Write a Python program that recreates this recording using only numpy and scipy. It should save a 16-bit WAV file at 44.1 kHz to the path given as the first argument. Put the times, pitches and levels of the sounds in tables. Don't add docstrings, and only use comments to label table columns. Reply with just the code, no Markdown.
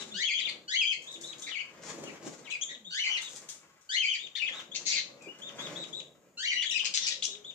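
import sys
import numpy as np
from scipy import signal
from scipy.fft import rfft, irfft, next_fast_len
from scipy.io import wavfile

SR = 44100
rng = np.random.default_rng(int(sys.argv[2]) if len(sys.argv) > 2 else 0)


def waveform_to_disk(signal):
    frames = np.transpose(np.atleast_2d(signal))
    scaled = np.clip(frames, -1, 1) * 32767
    samples = np.round(scaled).astype(np.int16)
    wavfile.write(sys.argv[1], SR, samples)


N = 332514
TIME = np.arange(N) / SR



def amp(db):
    return 10 ** (np.asarray(db) / 20)


def unit(x):
    return x / np.sqrt(np.mean(x ** 2) + 1e-20)


def read(points, hz):
    table_hz, value = np.transpose(points)
    return np.interp(np.log(hz + 1), np.log(table_hz + 1), value)


def colour(x, points):
    size = next_fast_len(len(x))
    gain = amp(read(points, np.fft.rfftfreq(size, 1 / SR)))
    return unit(irfft(rfft(x, size) * gain, size)[:len(x)])


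def noise(points, size):
    return colour(rng.standard_normal(size), points)


def wobble(size, hz):
    f = np.fft.rfftfreq(size, 1 / SR)
    lowpass = (f > 0) / (1 + (f / hz) ** 4)
    return unit(irfft(rfft(rng.standard_normal(size)) * lowpass, size))


def span(start, end):
    return np.linspace(0, 1, max(round((end - start) * SR), 200))


def fade(size, edge=0.0053):
    return signal.windows.tukey(size, min(1, 2 * edge * SR / size))


def arch(u, first, middle, last):
    return np.polyval(np.polyfit([0, .5, 1], [first, middle, last], 2), u)


def oscillate(hz):
    return 2 * np.pi * np.cumsum(hz) / SR


def pan(left_db):
    return unit(amp([[left_db / 2], [-left_db / 2]]))


def add(mix, s, sound, pan_db=0):
    at = round(s * SR)
    sound = sound[max(-at, 0):]
    part = mix[:, max(at, 0):][:, :len(sound)]
    part += pan(pan_db) * sound[:part.shape[1]]


# time in seconds, level in dB.
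STIR_LEVEL = [(0.0, -55), (0.02, -53), (0.33, -67), (0.55, -53), (0.86, -78), (0.99, -60.5), (1.24, -54.5),
              (1.6, -64.5), (1.99, -46), (2.2, -54), (2.27, -45), (2.6, -65.5), (2.71, -59.5), (2.92, -68),
              (2.94, -72), (3.38, -58.5), (4.09, -81.5), (4.26, -58.5), (4.39, -73.5), (4.45, -60),
              (5.25, -54.5), (5.27, -52), (5.35, -56), (5.54, -54.5), (5.63, -43.5), (6.49, -70.5),
              (6.57, -63), (7.54, -61.5)]
# frequency in Hz, level in dB.
STIR_SPECTRUM = [(18, -61), (30, -71), (77, -8.5), (103, -20), (140, 1.5), (296, -2.5), (323, 1.5),
                 (397, -2.5), (556, 2), (826, -12.5), (1000, -13.5), (1300, -21.5), (2200, -120)]
# frequency in Hz, level in dB.
FLOOR_SPECTRUM = [(15, -44), (25, -28), (49, 1.5), (169, 3.5), (409, -27), (494, -25), (868, -45),
                  (1200, -9), (3070, -13), (3810, -51.5), (5400, -26), (6880, 2.5), (8300, -11.5),
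                  (9490, -18.5), (15400, -13)]


def air(stir_db=-1.5, stir_width=0.32, gust_db=1.5, floor_db=-74, floor_width=0.52):
    sides = np.array([[1], [-1]])
    level_db = np.interp(TIME, *np.transpose(STIR_LEVEL)) + stir_db + gust_db * wobble(N, 12)
    stir = noise(STIR_SPECTRUM, N) + stir_width * sides * noise(STIR_SPECTRUM, N)
    floor = noise(FLOOR_SPECTRUM, N) + floor_width * sides * noise(FLOOR_SPECTRUM, N)
    return amp(level_db) * stir + amp(floor_db) * floor


# start in seconds, end in seconds, first pitch in Hz, last pitch in Hz,
# level in dB.
PIGEON_COOS = [(0, 0.189, 234.6, 173, -55), (0.009, 0.221, 399, 360.4, -57.5),
               (1.141, 1.286, 343.3, 321.5, -58), (1.273, 1.496, 332.7, 272, -58.5),
               (2.705, 2.927, 261.5, 156, -63), (5.037, 5.233, 560, 548, -57.5),
               (5.38, 5.54, 556, 547.5, -56.5), (7.09, 7.237, 548, 519, -56.5),
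               (7.269, 7.452, 405, 397, -58.5)]


def coos(gain_db=0, waver=0.031, bow=1.025):
    out = np.zeros((2, N))
    for start, end, first, last, db in PIGEON_COOS:
        u = span(start, end)
        middle = bow * (first + last) / 2
        hz = arch(u, first, middle, last) * (1 + waver * wobble(len(u), 40))
        hoot = unit(np.sin(oscillate(hz)))
        add(out, start, amp(db + gain_db) * hoot * fade(len(u), edge=0.026))
    return out


# time in seconds, level in dB.
RUSTLE_LEVEL = [(0.0, -58.5), (0.36, -78), (0.46, -58.5), (0.88, -91.5), (1.05, -64), (1.66, -62.5),
                (1.85, -59.5), (2.23, -61), (2.27, -73), (2.48, -63.5), (3.0, -76.5), (3.09, -55.5),
                (3.91, -73.5), (4.37, -72), (4.6, -51.5), (4.66, -70), (5.54, -61), (5.59, -52),
                (5.67, -51), (6.05, -75.5), (6.8, -72), (6.83, -58), (6.93, -65), (7.54, -73)]
# frequency in Hz, level in dB.
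RUSTLE_SPECTRUM = [(200, -13.5), (650, -1.5), (1200, 3), (2200, 0.5), (4000, -10.5), (7000, -6),
                   (9500, -30), (15000, -27)]


def fanning(gain_db=5, flicker_db=2.5):
    out = np.zeros((2, N))
    level_db = np.interp(TIME, *np.transpose(RUSTLE_LEVEL)) + flicker_db * wobble(N, 31)
    add(out, 0, amp(level_db + gain_db) * noise(RUSTLE_SPECTRUM, N), pan_db=2.5)
    return out


# start in seconds, level in dB, fade time constant in seconds.
MESH_BRUSHES = [(1.018, -45, 0.026), (1.11, -43.5, 0.034), (1.209, -40.5, .066), (1.382, -41.5, 0.03),
                (1.417, -36.5, 0.021), (2.253, -43, 0.014), (3.213, -36, 0.029), (3.286, -43, .093),
                (3.356, -32, 0.012), (3.486, -34, 0.029), (3.683, -54, 0.003), (3.809, -57, .05),
                (5.22, -48, 0.012), (5.387, -44, 0.0095)]
# frequency in Hz, level in dB.
MESH_SPECTRUM = [(400, -23), (1500, -17.5), (3500, -8), (5200, -5.5), (6900, 4.5), (8000, -3.5),
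                 (10000, -19.5), (15000, -28.5)]


def brushes(gain_db=-1, grain_db=4, rise_s=0.00082):
    out = np.zeros((2, N))
    t = np.arange(SR // 4) / SR
    for s, db, fade_s in MESH_BRUSHES:
        grain = amp(grain_db * wobble(len(t), 500))
        scrape = colour(rng.standard_normal(len(t)) * grain, MESH_SPECTRUM)
        envelope = (1 - np.exp(-t / rise_s)) * np.exp(-t / fade_s)
        add(out, s, amp(db + gain_db) * scrape * envelope, pan_db=9.0)
    return out


# start in seconds, strongest beat in seconds, end in seconds,
# time between beats in seconds, push of air in dB, feather swish in dB.
WING_FLURRIES = [(0, .01, 0.091, .08, -42.5, -38), (1.82, 1.9, 1.915, .03, -42.5, -36.5),
                 (1.905, 2.037, 2.14, .046, -35.5, -43.5), (2.232, 2.27, 2.3, .036, -34.5, -39.5),
                 (2.31, 2.333, 2.5, .06, -45, -46), (2.68, 2.697, 2.635, .05, -42.5, -39.5),
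                 (4.79, 4.812, 4.83, .05, -50, -47.5), (5.25, 5.273, 5.27, .05, -32, -67),
                 (5.55, 5.619, 6.02, .053, -45, -45.5)]


def beats(push_taper_db=-8.5, swish_taper_db=-9):
    for start, top, end, period, push_db, swish_db in WING_FLURRIES:
        first, last = int((start - top) / period), int((end - top) / period)
        for k in range(first, last + 1):
            s = top + k * period
            away = np.interp(s, [start, top, end], [1, 0, 1])
            yield s, push_db + push_taper_db * away, swish_db + swish_taper_db * away


# frequency in Hz, level in dB.
PUSH_SPECTRUM = [(30, -51), (80, -15), (150, -9.5), (300, 11), (480, 5.5), (750, -18.5), (1500, -18.5),
                 (4000, -33)]
# frequency in Hz, level in dB.
SWISH_SPECTRUM = [(300, -12.5), (800, 2), (1600, -2.5), (3000, -5), (5000, -4), (7000, 2), (8500, -12),
                  (10500, -23.5), (15000, -47)]


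def wings(push_s=0.0047, swish_s=0.012, push_db=-2, swish_db=-3, grain_db=3):
    out = np.zeros((2, N))
    t = np.arange(-SR // 20, SR // 10) / SR
    for s, thud_db, feather_db in beats():
        thud = amp(thud_db + push_db) * noise(PUSH_SPECTRUM, len(t)) / np.cosh(t / push_s)
        grainy_level = amp(feather_db + swish_db + grain_db * wobble(len(t), 450))
        swish = grainy_level * noise(SWISH_SPECTRUM, len(t)) / np.cosh(t / swish_s)
        add(out, s + t[0], thud, pan_db=-0.5)
        add(out, s + t[0], swish, pan_db=9.5)
    return out


# frequency in Hz, level in dB.
THROAT_RESPONSE = [(700, -65), (1400, -10.5), (2200, -2.5), (3200, -4), (4500, 0.5), (5500, -10.5),
                   (6700, -1), (7600, -9.5), (9000, -25), (12000, -35), (16000, -89.5)]
# frequency in Hz, level in dB.
BEAK_RESPONSE = [(600, -32.5), (1100, -17), (1500, -2), (3000, 8.5), (7200, -1), (9000, -5), (15000, -25)]


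def syrinx(hz, overtones_db, rough, jitter=0.15, jitter_hz=380, warble=0.157, warble_hz=100,
           shimmer_db=3, rasp=0.23):
    size = len(hz)
    shake = jitter * wobble(size, jitter_hz) + warble * wobble(size, warble_hz)
    phase = oscillate(hz * (1 + rough * shake))
    partials = []
    for k in range(1, 7):
        below_limit = k * hz < SR / 2
        partials.append(amp(read(THROAT_RESPONSE, k * hz)) * np.sin(k * phase) * below_limit)
    tone = unit(unit(partials[0]) + amp(overtones_db) * unit(sum(partials[1:])))
    tone = tone * (1 + rasp * rough * wobble(size, 1500))
    shimmer = amp(shimmer_db * rough * wobble(size, 300))
    return colour(tone * shimmer, BEAK_RESPONSE)


def effort(u, swell_db):
    return unit(amp(swell_db * np.sin(np.pi * u)) * fade(len(u), edge=.004))


# start in seconds, end in seconds, top pitch in Hz, level in dB, pan in dB.
BEGGING_PEEPS = [(-0.06, 0.032, 3970, -39, 10), (0.108, 0.201, 3830, -44, 1), (1.063, 1.165, 3825, -43, 5),
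                 (1.23, 1.339, 3903, -42, 5), (1.418, 1.504, 3805, -43, 0), (2.678, 2.756, 3756, -44.5, 1),
                 (2.843, 2.948, 3780, -45.5, 5), (3.199, 3.287, 3786, -42, 4),
                 (4.18, 4.278, 3657, -40.5, 21), (4.517, 4.608, 3720, -41, 6),
                 (4.712, 4.779, 3680, -42, 12), (5.414, 5.499, 3620, -41.5, 7),
                 (5.582, 5.677, 3712, -40.5, 4), (5.751, 5.846, 3873, -39, 6),
                 (5.925, 6.009, 3857, -37.5, 9), (7.269, 7.358, 3790, -42.5, 9),
                 (7.441, 7.514, 3704, -42.5, 4)]
# share of its length from 0 to 1, pitch as a ratio to the top pitch,
# level in dB.
PEEP_COURSE = [(0, .84, -6.5), (.12, .915, 5.5), (.4, 1, -0.5), (.68, 1, 3), (.86, 0.97, 2), (.94, .85, 5),
               (1, 0.3, 1.5)]


def peeps(gain_db=-3):
    out = np.zeros((2, N))
    share, bend, swell_db = np.transpose(PEEP_COURSE)
    for start, end, hz, db, pan_db in BEGGING_PEEPS:
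        u = span(start, end)
        whistle = syrinx(hz * np.interp(u, share, bend), overtones_db=-6, rough=0.11)
        level = amp(db + gain_db + np.interp(u, share, swell_db))
        add(out, start, level * whistle * fade(len(u)), pan_db)
    return out


# time in seconds, pitch in Hz, level in dB,
# roughness from 0 to 1.
WARBLE_CURVES = [
    [(.408, 3195, -32, 0.25), (.42, 3760, -26.5, .2), (.44, 2850, -37, .2), (.456, 3740, -24.5, .2),
     (.468, 3070, -28.5, 0.28), (.478, 2280, -25.5, 0.21), (.499, 2010, -31, 0.2)],
    [(1.508, 3365, -33, 0.25), (1.53, 2866, -33.5, 0.14), (1.542, 3036, -37, 0.21),
     (1.552, 2400, -26.5, 0.1), (1.577, 2120, -28.5, 0.23), (1.6, 3140, -32, 0.18),
     (1.607, 2300, -27, 0.14), (1.62, 2480, -28, 0.2)],
    [(2.041, 3480, -53, .4), (2.07, 2800, -46, 0.38), (2.108, 2029, -37, 0.38)],
    [(2.446, 4100, -51.5, 0.2), (2.48, 2198, -38.5, 0.17), (2.505, 2350, -42, 0), (2.511, 2866, -31.5, 0.6),
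     (2.524, 2540, -28.5, 0.18), (2.545, 2490, -26, 0.02), (2.558, 2170, -31.5, 0.15)],
    [(4.351, 2920, -25, 0.38), (4.358, 3637, -26, .27), (4.39, 3600, -39, .4), (4.397, 2714, -29, 0.17),
     (4.415, 2824, -32, 0.28), (4.421, 2393, -22.5, 0.3), (4.434, 2796, -23.5, 0.31),
     (4.452, 2190, -31.5, 0.18), (4.47, 3650, -31.5, 0.36), (4.483, 2580, -24, 0.32),
     (4.507, 1386, -37, 0.35)],
    [(5.208, 2548, -48, 0.1), (5.275, 2355, -44, 0.11), (5.285, 2840, -42.5, 0.02), (5.321, 2925, -43, .04)],
]


def warbles(gain_db=-3, overtones_db=-15, left_db=14):
    out = np.zeros((2, N))
    for curve in WARBLE_CURVES:
        s, *controls = np.transpose(curve)
        t = np.arange(s[0], s[-1], 1 / SR)
        hz, db, rough = (np.interp(t, s, control) for control in controls)
        voice = syrinx(hz, overtones_db, np.clip(rough, 0, 1))
        add(out, s[0], amp(db + gain_db) * voice * fade(len(t), edge=.003), left_db)
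    return out


# start in seconds, end in seconds, middle pitch in Hz, rise over the note
# as a share of that pitch, level in dB, overtones in dB, roughness from 0 to 1, pan in dB.
YELP_NOTES = [(0.385, 0.4, 3470, -0.49, -31, -11, 0.38, 7),
              (0.485, 0.502, 3970, -0.23, -28.5, -8, 0.44, 12.5),
              (1.465, 1.511, 2123, -0.034, -35.5, -4.5, 0.4, 6),
              (2.499, 2.531, 3615, .05, -36, 4.5, 0.38, 12), (2.61, 2.642, 3445, 0.08, -27.5, 9.5, 0.2, 7),
              (2.689, 2.726, 1995, -.05, -39, -5, 0.33, 3.5),
              (4.353, 4.394, 2074, -0.032, -35, 1.5, 0.41, 4), (6.62, 6.632, 3510, -.05, -26, -5, 0.41, 9),
              (6.653, 6.683, 3460, 0.03, -28, -5, .2, 19), (6.693, 6.706, 3640, -.03, -24.5, 0, .15, 10),
              (6.707, 6.725, 2900, 0.17, -24, 2, .28, 12), (6.72, 6.739, 1958, -0.16, -27.5, 8.5, 0.04, 10),
              (6.74, 6.784, 2584, -0.11, -24.5, -3, 0.24, 10),
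              (6.789, 6.813, 3230, -0.327, -23, -10, 0.39, 13)]


def yelps(gain_db=-3, swell_db=4, left_db=2, droop=.93):
    out = np.zeros((2, N))
    for start, end, hz, rise, db, overtones_db, rough, pan_db in YELP_NOTES:
        u = span(start, end)
        bend = arch(u, droop - rise / 2, 0.99, droop + rise / 2)
        note = syrinx(hz * bend, overtones_db, np.clip(rough, 0, 1))
        add(out, start, amp(db + gain_db) * note * effort(u, swell_db), pan_db + left_db)
    return out


# start in seconds, end in seconds, first pitch in Hz, last pitch in Hz,
# level in dB, treble against the lows in dB, chaos (0 for none, about 1 for the wildest), pan in dB.
HARSH_SCREECHES = [(4.744, 4.764, 2190, 2650, -30.5, -2.5, 0.61, 7),
                   (4.757, 4.77, 2234, 2127, -25, 10, 0.74, 11),
                   (4.854, 4.907, 2022, 2216, -23.5, 5, 0.73, 9),
                   (4.899, 4.954, 2180, 2487, -26, -4.5, 0.54, 3),
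                   (4.945, 5.004, 2413, 1858, -24.5, -12, 0.6, 11),
                   (6.844, 6.876, 2624, 2410, -23.5, -3, 0.8, 10),
                   (6.937, 6.959, 2200, 2410, -21.5, 4.5, 0.98, 6),
                   (6.955, 6.991, 2360, 2192, -23, 2.5, 1.06, 8),
                   (7.015, 7.066, 1968, 1817, -28.5, 3, .6, 7),
                   (7.061, 7.092, 2488, 2187, -23.5, 1.5, 0.85, 7),
                   (7.1, 7.145, 1776, 2092, -29.5, -8, 0.67, 8),
                   (7.222, 7.235, 2894, 4260, -22.5, -9.5, 0.62, 7.5),
                   (7.233, 7.259, 3160, 2604, -23, 7.5, 0.94, 19)]
# frequency in Hz, level in dB.
RASP_SPECTRUM = [(600, -49), (1400, -12.5), (2100, -4), (3000, 8), (4400, 2.5), (5400, -2.5), (6800, -5),
                 (7700, -13), (9000, -24), (11000, -46.5), (16000, -46)]


def screeches(gain_db=-3, jitter=0.1405, hiss=1.0, crackle_db=6.0, split_hz=5200, swell_db=6,
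              flutter_hz=140, flutter_db=2.5):
    out = np.zeros((2, N))
    lowpass = signal.butter(4, split_hz, fs=SR, output="sos")
    for start, end, first, last, db, treble_db, chaos, pan_db in HARSH_SCREECHES:
        u = span(start, end)
        size = len(u)
        phase = oscillate((first + (last - first) * u) * (1 + jitter * chaos * wobble(size, 686)))
        harmonics = unit(sum(np.sin(k * phase) for k in range(1, 4)))
        drive = harmonics + hiss * chaos ** 2 * rng.standard_normal(size)
        flutter = np.sin(oscillate(flutter_hz * (1 + 0.46 * wobble(size, 92))))
        shake_db = chaos * (crackle_db * wobble(size, 560) + flutter_db * flutter)
        voice = colour(drive * amp(shake_db), RASP_SPECTRUM)
        low = signal.sosfiltfilt(lowpass, voice)
        cry = unit(unit(low) + amp(treble_db) * unit(voice - low))
        add(out, start, amp(db + gain_db) * cry * effort(u, swell_db), pan_db)
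    return out


# start in seconds, lengths of the sweep and of the four notes in seconds,
# first pitch of the sweep in Hz, bend of the sweep (1 is straight, more rises later), high register in Hz,
# low register in Hz, sweep level in dB, note level in dB, extra overtones in dB, roughness from 0 to 1,
# pan in dB.
LONG_SQUAWKS = [(0.137, (.095, .051, 0.053, .054, .021),
                1406, 1.63, 3294, 2303, -29, -25.5, 0.15, .16, 6.8), (0.677, (0.081, 0.05, .044, .06, .028),
                1474, 1.33, 3246, 2415, -28, -23, -2, .1, 4.4), (2.903, (0.093, 0.041, .053, 0.071, .029),
                1486, 2.77, 3064, 2228, -30, -26, 1, .18, 3), (3.889, (.078, .055, 0.057, 0.053, 0.028),
                1435, 1.2, 3166, 2316, -26, -24.5, -1, 0.145, 5.2), (6.37, (.093, .043, .057, 0.061, .028),
                1379, 1.81, 3016, 2045, -29.5, -26, 0.33, 0.19, 4.6)]
# first pitch and last pitch as ratios
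# to the register, level in dB, overtones in dB, roughness as a ratio to the call's, pan in dB.
REGISTER_LEAPS = [(.88, .96, 1, -9, 0.74, 0), (1.2, 1.07, 0, -9, 1.4, -2.3),
                  (.93, .92, 0, -10.5, 0.93, 2.6), (1.3, 0.88, -4, -4.5, 2.2, 0.43)]


def squawks(gain_db=-3, swell_db=3.5, crescendo_db=10, sweep_to_hz=2326, sweep_overtones_db=0,
            sweep_rough=.12, sweep_edge_s=.007, overlap_s=.003, sweep_pan_db=-2, left_db=0.5):
    out = np.zeros((2, N))
    for (start, lengths, first_hz, bend, high_hz, low_hz, sweep_db, db, bright_db, rough,
         pan_db) in LONG_SQUAWKS:
        edges = start + np.cumsum(lengths)
        u = span(start, edges[0] + overlap_s)
        sweep_hz = first_hz + (sweep_to_hz - first_hz) * u ** abs(bend)
        sweep = syrinx(sweep_hz, sweep_overtones_db, sweep_rough)
        pressure = unit(amp(crescendo_db * np.sin(np.pi * u / 2)) * fade(len(u), sweep_edge_s))
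        add(out, start, amp(sweep_db + gain_db) * sweep * pressure, pan_db + left_db + sweep_pan_db)
        for begin, stop, hz, leap in zip(edges, edges[1:], [high_hz, low_hz] * 2, REGISTER_LEAPS):
            first, last, note_db, overtones_db, harsh, turn_db = leap
            u = span(begin - overlap_s, stop + overlap_s)
            note_hz = hz * arch(u, first, 0.99, last)
            note = syrinx(note_hz, overtones_db + bright_db, np.clip(rough * harsh, 0, 1))
            note = amp(db + gain_db + note_db) * note * effort(u, swell_db)
            add(out, begin - overlap_s, note, pan_db + left_db + turn_db)
    return out


# frequency in Hz, time to decay by 60 dB in seconds.
ROOM_RING = [(150, 0.34), (600, 0.17), (2500, 0.3), (7000, 0.31), (14000, 0.37)]


def echoes(early=0.55, early_s=0.011, left_db=5.0, shared_hz=330):
    size, step = SR // 2, SR // 2000
    at = np.arange(step * 4, size - step, step)
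    at = at + rng.integers(0, step, (2, len(at)))
    taps = np.zeros((2, size))
    np.put_along_axis(taps, at, rng.choice([-1., 1.], at.shape), 1)
    hz, t, z = signal.stft(taps, SR, nperseg=256)
    same = (1 / (1 + (hz / shared_hz) ** 4))[:, None]
    z = np.array([z[0], same * z[0] + np.sqrt(1 - same ** 2) * z[1]])
    decay = np.exp(-np.log(1000) * t / read(ROOM_RING, hz)[:, None])
    decay = decay * (1 + early * np.exp(-t / early_s))
    tail = signal.istft(z * decay, SR)[1]
    return tail / np.linalg.norm(tail[0]) * pan(left_db)


def aviary(x, wet_db, drift_ms=0.25, count=4):
    wet = np.zeros((2, N))
    for k in range(count):
        share = np.maximum(np.cos(2 * np.pi * (1.3 * TIME + k / count)), 0)
        wet += signal.oaconvolve((share * x.mean(0))[None], echoes(), axes=1)[:, :N]
    lag = drift_ms / 1000 * wobble(N, 1.5)
    direct = np.array([x[0], np.interp(TIME - lag, TIME, x[1])])
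    return (direct + amp(wet_db) * wet) / np.hypot(1, amp(wet_db))


def scene():
    others = aviary(wings() + brushes() + fanning() + coos(), wet_db=3.0, drift_ms=0.096)
    begging = aviary(peeps(), wet_db=0)
    calls = aviary(squawks() + yelps() + warbles() + screeches(), wet_db=2.0)
    return air() + others + begging + calls


def record(dry, low_cut_hz=62, edge_hz=15350):
    thin = signal.sosfilt(signal.butter(2, low_cut_hz, "high", fs=SR, output="sos"), dry)
    band_limit = signal.firwin(511, edge_hz, window=("kaiser", 9), fs=SR)
    return signal.oaconvolve(thin, band_limit[None], "same")


dry = scene()
out = record(dry)
waveform_to_disk(out)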